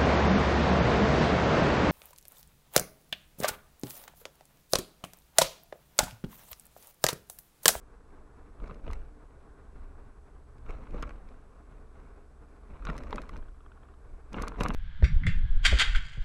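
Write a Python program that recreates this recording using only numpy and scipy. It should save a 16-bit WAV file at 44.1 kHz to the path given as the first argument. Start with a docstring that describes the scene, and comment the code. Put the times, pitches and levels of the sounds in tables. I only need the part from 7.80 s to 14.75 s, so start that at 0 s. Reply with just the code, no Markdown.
"""A low cabin boom, tyre roar and a faint engine hum inside a car rolling slowly along a town street.
The front and then the rear axle cross each rough patch: the tread crunches, the body thumps,
and loose plastic near the dashboard chatters, knocks, ticks and late on taps; a camera adds hiss and a thin whine.
Shaped noise makes boom, roar, crunch and hiss; wandering sines make hum and whine; decaying modes make the rattles."""
import sys
import numpy as np
from scipy import signal
from scipy.fft import rfft, irfft, next_fast_len
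from scipy.io import wavfile
from scipy.ndimage import uniform_filter1d, map_coordinates

SR = 44100
rng = np.random.default_rng(int(sys.argv[2]) if len(sys.argv) > 2 else 0)


def store_wav(level_fs):
    """Save 16-bit WAV to argv[1]."""
    pcm = np.round(np.clip(np.atleast_2d(level_fs), -1, 1) * 32767)
    wavfile.write(sys.argv[1], SR, pcm.T.astype(np.int16))


N = 306406  # length in samples

# Low resonances of the cabin air. Each row: frequency in Hz, relative density in dB per Hz.
CABIN_SPECTRUM = [(10, -20.5), (19, 0.5), (26, -2), (34, -5), (44, -2.5), (54, -13), (66, -10.5), (78, -17),
                  (125, -43.5), (400, -84)]
# Tyre roar over time. Each row: time in seconds, level in dB.
ROAR_LEVEL = [(0, -61.5), (.6, -58.5), (1.3, -59.5), (2, -59), (2.7, -60), (3.5, -60.5), (4.5, -60),
              (5.7, -60.5), (6.2, -61), (6.95, -55.5)]
# Colour of the tyre roar. Each row: frequency in Hz, relative density in dB per Hz.
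TYRE_SPECTRUM = [(50, -31.5), (105, 2), (160, -6), (245, -6), (295, -1.5), (355, -9.5), (400, -1.5),
                 (460, -4.5), (540, -14), (650, -9), (950, -14), (1060, -9.5), (1320, -15.5), (1480, -14),
                 (1880, -23), (2080, -26), (2300, -27.5), (2600, -30.5), (3050, -42), (3500, -36.5),
                 (4800, -45.5), (9000, -57.5)]
# Rough patches in the road. Each row: time under the front axle in seconds, front shake length in seconds,
# front boom in dB, front chatter in dB, rear shake length in seconds, rear boom in dB, rear chatter in dB;
# the boom and chatter levels are relative.
ROUGH_PATCHES = [(0.827, 0.019, -34.5, -48.5, 0.04, -29, -47.5), (.91, 0.0091, -51, -54.5, .01, -45, -57),
                 (1.936, 0.09, -37.5, -61, 0.1, -46, -74), (2.895, 0.013, -33.5, -44.5, 0.063, -30.5, -45),
                 (3.035, 0.024, -41, -53.5, 0.0053, -37, -49.5),
                 (3.484, 0.017, -40, -56, 0.006, -71, -60.5), (3.919, 0.02, -45, -61, 0.026, -45, -59.5),
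                 (4.905, 0.14, -41, -55.5, 0.1, -35.5, -46), (5.076, 0.015, -31, -43, 0.085, -39.5, -43.5),
                 (5.296, .01, -37.5, -69, 0.022, -33, -50.5), (6.288, 0.064, -41, -67.5, 0.026, -45, -51),
                 (6.572, 0.042, -30.5, -37, 0.038, -23.5, -35.5)]
# Tread crunching over broken asphalt. Each row: frequency in Hz, relative density in dB per Hz.
CRUNCH_SPECTRUM = [(150, -9), (480, 2), (800, -2), (1200, 1), (1850, -10.5), (2200, -7.5), (2700, -12),
                   (3150, -26.5), (4150, -20), (4750, -31), (5600, -24.5), (11000, -44)]
# Modes of the floor pan and doors. Each row: frequency in Hz, relative level in dB, t60 in seconds.
BODY_MODES = [(127.4, -8, 0.048), (213, -0.5, 0.021), (322, -3.5, 0.024), (383, -4, 0.021),
              (523, -1.5, 0.0095)]
# Modes of the loose panel. Each row: frequency in Hz, relative level in dB, t60 in seconds.
PANEL_MODES = [(478, -9.5, 0.015), (948, -2, 0.011), (1248, 3.5, 0.0095), (1550, -4, 0.0071),
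               (2090, -11.5, 0.014), (2484, -10.5, 0.0082), (2750, -10, 0.0079), (3650, -11, 0.0032),
               (4200, -21, 0.003)]
# Knocks of the loose panel. Each row: start in seconds, relative level in dB.
PANEL_KNOCKS = [(.801, -44.5), (.8405, -41), (.9097, -35.5), (1.0787, -34), (1.103, -33.5), (1.132, -38),
                (2.89, -54), (2.9055, -35), (3.1424, -50), (3.2173, -45), (3.2253, -35), (3.2279, -27),
                (3.2305, -34), (3.237, -30.5), (3.2935, -36), (5.0234, -38), (5.051, -30.5),
                (5.0696, -25.5), (5.076, -30.5), (5.0988, -24), (5.204, -37.5), (5.3281, -21),
                (5.3817, -22), (5.39, -37), (5.4354, -39), (5.4938, -33), (5.5598, -34.5), (6.5431, -25),
                (6.5762, -30), (6.5842, -25), (6.6755, -26.5), (6.7585, -38.5), (6.8074, -15.5),
                (6.8175, -25), (6.831, -31), (6.8525, -23), (6.8605, -17), (6.894, -35), (6.904, -19)]
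# Heavy jolts that thud the whole body. Each row: start in seconds, level in dB.
BODY_THUDS = [(.822, -38.5), (.914, -38), (1.077, -36.5), (3.143, -34), (3.226, -38), (5.089, -31),
              (5.348, -35), (5.402, -39), (6.54, -35), (6.63, -34), (6.807, -21.5), (6.851, -24),
              (6.893, -28)]
# Hard plastic edges ticking together. Each row: start in seconds, relative level in dB.
EDGE_TICKS = [(0.874, -53.5), (0.8783, -51), (0.9445, -50.5), (1.1117, -44.5), (1.1322, -37), (2.782, -57),
              (2.906, -46.5), (3.108, -52), (3.225, -35.5), (3.2305, -45), (3.2926, -47), (3.488, -54),
              (4.2, -59), (5.0518, -38.5), (5.1005, -44.5), (5.1658, -45), (5.1794, -37.5), (5.186, -44),
              (5.2353, -44), (5.3075, -44), (5.3585, -37.5), (5.418, -41.5), (5.492, -42), (5.566, -46),
              (5.575, -48), (6.5305, -39), (6.6216, -29.5), (6.681, -29.5), (6.803, -37), (6.8087, -35),
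              (6.818, -44), (6.8344, -27), (6.8841, -29.5), (6.937, -40), (6.9416, -39)]
# Modes of the edges. Each row: frequency in Hz, relative level in dB, t60 in seconds.
EDGE_MODES = [(1900, 3.5, 0.0055), (2510, 1.5, 0.0064), (3100, -1.5, .005), (3770, -3, 0.0081),
              (4300, -1, 0.0088), (5150, -0.5, 0.011), (6020, 1.5, 0.0082), (6400, 1.5, 0.0067),
              (7400, 0, 0.0046), (8000, -0.5, 0.0051), (9460, -1.5, 0.0044), (10760, -1, 0.0038),
              (11900, -1, 0.0023)]
# Taps of a loose trim fastener. Each row: start in seconds, relative level in dB.
FASTENER_TAPS = [(5.6258, -47.5), (5.6836, -48.5), (5.744, -54), (5.8059, -48), (5.8617, -45), (5.918, -46),
                 (5.975, -46.5), (6.0314, -48), (6.0862, -50), (6.1386, -48)]
# Modes of the fastener. Each row: frequency in Hz, relative level in dB, t60 in seconds.
FASTENER_MODES = [(1230, 9, .008), (1560, -1.5, 0.0071), (2450, -13, .006), (3380, -9.5, 0.0049)]
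# Decay of the cabin's short tail. Each row: frequency in Hz, t60 in seconds.
CABIN_DECAY = [(200, 0.035), (2000, 0.036), (10000, 0.017)]
# Colour of the camera's hiss. Each row: frequency in Hz, relative density in dB per Hz.
HISS_SPECTRUM = [(300, -21), (3000, 2), (11000, -0.5), (12200, -16)]

AXLE_LAG_S = 0.24  # the rear wheels meet each patch this much later
BOOM_DELAY_S = 0.0044  # the body answers this long after the patch begins
BOOM_RISE_S, BOOM_FALL_S, BOOM_REST_DB = 0.042, 0.12, -48.5  # never quite rests; dB before the boom's trim
SHAKE_RISE_S, SHAKE_FALL_S, SHAKE_REST_DB = 0.024, 0.078, -68  # the trim starts and settles faster
CRACK_DB, CRACK_S = -23, 0.00079  # the crack of a tick: level against its ring, decay constant
REBOUND_S, REBOUND_LOSS_DB = 0.0008, 3  # mean time between the contacts of one tick, loss at each
BRIGHTEN = 0.32  # tilt in dB an octave for each dB of a tick's strength
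TOP_HZ = 12950  # the camera's band limit


def amp(db):
    """Decibels to gain."""
    return 10 ** (np.asarray(db) / 20)


def unit(x):
    """Scale to rms 1."""
    return x / np.sqrt(np.mean(x ** 2) + 1e-20)


def along(points, hz):
    """Read (Hz, value) points on a log frequency axis."""
    point_hz, value = np.transpose(points)
    return np.interp(np.log(hz + 1), np.log(point_hz + 1), value)


def curve(rows):
    """Draw (seconds, value) rows as one value per sample."""
    return np.interp(np.arange(N) / SR, *np.transpose(rows))


def wobble(rate):
    """A smooth random curve with rate knots a second."""
    knots = rng.standard_normal(int(N * rate / SR) + 4)
    return map_coordinates(knots, [np.arange(N) * rate / SR])


def filtered(x, response):
    """Shape x by a gain that depends on frequency, leaving phase alone."""
    size = next_fast_len(N + SR // 2)
    gain = response(np.fft.rfftfreq(size, 1 / SR))
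    return irfft(rfft(x, size) * gain, size)[:N]


def noise(spectrum):
    """Coloured noise of rms 1."""
    return unit(filtered(rng.standard_normal(N), lambda hz: amp(along(spectrum, hz))))


def tone(hz, drift, rate):
    """A sine of rms 1 whose pitch wanders by about the share drift."""
    pitch = hz * (1 + drift * wobble(rate))
    return unit(np.sin(2 * np.pi * np.cumsum(pitch) / SR))


def ring(modes, attack, vary_db, detune, tilt_db=0):
    """One contact, peak 1: each blow excites the modes a little differently, tilted by tilt_db an octave."""
    t = np.arange(SR // 20) / SR
    hz, db, t60 = np.transpose(modes)[:, :, None]
    size, shift = rng.standard_normal((2, len(modes), 1))
    sign = (-1) ** np.arange(len(modes))[:, None]
    db = db + vary_db * size + tilt_db * np.log2(hz / hz[0])
    decay = amp(db - 60 * t / t60)
    waves = sign * decay * np.sin(2 * np.pi * hz * (1 + detune * shift) * t)
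    y = waves.sum(0) * (1 - np.exp(-t / attack))
    return y / np.abs(y).max()


def contacts(events, modes, attack, vary_db, detune, slip, scrape_db):
    """Strike the modes at every (seconds, dB) row; the faces scrape for about slip seconds as they meet."""
    out = np.zeros(N + SR)
    t = np.arange(SR // 100) / SR
    for start, db in events:
        force = amp(scrape_db) * rng.standard_normal(len(t)) * (t / slip) ** 2 * np.exp(-t / slip)
        force[0] += 1  # the first clean blow
        clean = ring(modes, attack, vary_db, detune)
        scraped = np.convolve(clean, force)
        same_energy = np.linalg.norm(clean) / np.linalg.norm(scraped)
        out[round(start * SR):][:len(scraped)] += amp(db) * scraped * same_energy
    return out[:N]


def patter(modes, rate, spread_db, count=10):
    """Random contacts, together of rms 1, at rate a second on each of count similar parts."""
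    out = np.zeros(N)
    for _ in range(count):
        struck = rng.random(N) < rate / SR
        strength = amp(spread_db * (2 * rng.random(N) - 1))
        taps = struck * rng.choice([-1, 1], N) * strength
        out += signal.oaconvolve(taps, ring(modes, attack=.0002, vary_db=2, detune=.07))[:N]
    return unit(out)


def wheel_hits():
    """Front, then rear axle on each patch: rows of start s, length s, boom dB, chatter dB."""
    front = [(s, length, boom_db, shake_db) for s, length, boom_db, shake_db, _, _, _ in ROUGH_PATCHES]
    rear = [(s + AXLE_LAG_S, length, boom_db, shake_db)
            for s, _, _, _, length, boom_db, shake_db in ROUGH_PATCHES]
    return front + rear


def jolted(hits, rise, fall, rest_db):
    """Gain that rises to each (s, length, dB) hit, holds while the wheel is on the patch and dies back to rest."""
    t = np.arange(N) / SR
    power = amp(rest_db) ** 2
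    for s, length, db in hits:
        away = np.maximum(s - t, 0) / rise + np.maximum(t - s - length, 0) / fall
        power = power + amp(db) ** 2 * np.exp(-2 * np.minimum(away, 20))
    return np.sqrt(power)


def boom():
    """The body sways on its springs and pumps the cabin air at a few low resonances."""
    sway = noise(CABIN_SPECTRUM)
    # evens out the noise's own slow swells, so the gain below shapes the boom
    swell = np.sqrt(np.abs(uniform_filter1d(sway ** 2, size=SR // 8)) + 1e-3)
    hits = [(s + BOOM_DELAY_S, length, db) for s, length, db, _ in wheel_hits()]
    strength = jolted(hits, BOOM_RISE_S, BOOM_FALL_S, BOOM_REST_DB) * amp(1.3 * wobble(9.4) - 4.5)
    return strength * sway / swell


def tyres():
    """Tread on coarse asphalt, muffled by the cabin: coloured noise with a fluttering level."""
    return amp(curve(ROAR_LEVEL) + 1.8 * wobble(35)) * noise(TYRE_SPECTRUM)


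def engine():
    """A low hum under light throttle, with a second line that swells briefly."""
    hum_db = curve([(0, -63.5), (1, -61.5), (6.95, -55.5)])
    swell_db = curve([(0, -97), (2, -72), (2.4, -74.5), (2.9, -56), (3.4, -77.5), (6.95, -71)])
    hum = amp(hum_db) * tone(66, drift=0.0144, rate=3.71)
    second_line = amp(swell_db) * tone(114, drift=0.00896, rate=1.89)
    return hum + second_line


def chatter():
    """On a rough patch the tread crunches, the body drums and the trim chatters in clumps."""
    drumming = amp(-2.0) * patter(BODY_MODES, rate=40, spread_db=5.5)
    clumps = unit(amp(4.5 * wobble(110)))
    trim = amp(-10.0) * clumps * patter(PANEL_MODES, rate=40, spread_db=7.5)
    grain = unit(amp(3 * wobble(300) + 2 * wobble(120)))
    crunch = amp(-9.0) * grain * noise(CRUNCH_SPECTRUM)
    hits = [(s, length, db) for s, length, _, db in wheel_hits()]
    shake = jolted(hits, SHAKE_RISE_S, SHAKE_FALL_S, SHAKE_REST_DB + 2.6 * wobble(12))
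    return shake * (drumming + trim + crunch)


def knocking():
    """A loose panel knocks: each scraping contact rings its short-lived modes."""
    return amp(-1.5) * contacts(PANEL_KNOCKS, PANEL_MODES, attack=0.00028, vary_db=3.24, detune=0.043,
                                slip=0.0014, scrape_db=-24.5)


def thuds():
    """The suspension passes its heavy jolts on to the floor pan and doors."""
    return contacts(BODY_THUDS, BODY_MODES, attack=0.00032, vary_db=1.5, detune=0.1,
                    slip=0.00082, scrape_db=-22)


def ticking():
    """Hard edges snap together and rebound within a millisecond or two, brighter the harder they meet."""
    out = np.zeros(N + SR)
    t = np.arange(SR // 20) / SR
    hardest = max(db for _, db in EDGE_TICKS)
    for s, db in EDGE_TICKS:
        tilt_db = BRIGHTEN * (db - hardest)
        for k in range(3):  # first contact and two rebounds
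            body = ring(EDGE_MODES, attack=.00005, vary_db=2, detune=0.022, tilt_db=tilt_db)
            crack = amp(CRACK_DB) * rng.standard_normal(len(t)) * np.exp(-t / CRACK_S)
            start = s + REBOUND_S * k * (1 + .2 * rng.standard_normal())
            out[round(start * SR):][:len(t)] += amp(db - REBOUND_LOSS_DB * k) * (body + crack)
    return amp(0.5) * out[:N]


def tapping():
    """A loose fastener taps softly for a moment, about 17 times a second."""
    return amp(0.5) * contacts(FASTENER_TAPS, FASTENER_MODES, attack=.00015, vary_db=2.5, detune=0.012,
                               slip=0.00091, scrape_db=-12)


def cabin_echo(x):
    """Glass and upholstery give a very short tail, a different one for each moment's rattles."""
    hop = SR // 20
    # noise bursts, each frequency dying at its own rate
    bursts = rng.standard_normal((N // hop + 1, SR // 10))
    hz, t, z = signal.stft(bursts, SR, nperseg=128)
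    decay = amp(-60 * t / along(CABIN_DECAY, hz)[:, None])
    tails = signal.istft(z * decay, SR, nperseg=128)[1]
    x, out = np.pad(x, (hop, SR)), np.zeros(N + SR)
    fade = signal.get_window("hann", 2 * hop)  # neighbouring moments crossfade
    for k, tail in enumerate(tails):
        moment = x[k * hop:][:2 * hop] * fade
        y = signal.fftconvolve(moment, tail / np.linalg.norm(tail))
        out[k * hop:][:len(y)] += y
    return out[hop:][:N]


def scene():
    """Road sound and rattles, with the cabin's short tail on the rattles alone."""
    road = boom() + tyres() + engine()
    rattle = chatter() + knocking() + thuds() + ticking() + tapping()
    return (road + rattle + amp(-11.0) * cabin_echo(rattle))[None]


def record(dry):
    """The camera adds its own hiss and thin whine and keeps nothing above its band limit."""
    hiss = amp(-80.5) * noise(HISS_SPECTRUM)
    whine = amp(-91) * tone(7890, drift=0.0059, rate=61)
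    return filtered(dry[0] + hiss + whine, lambda hz: hz < TOP_HZ)[None]


dry = scene()
out = record(dry)
store_wav(out)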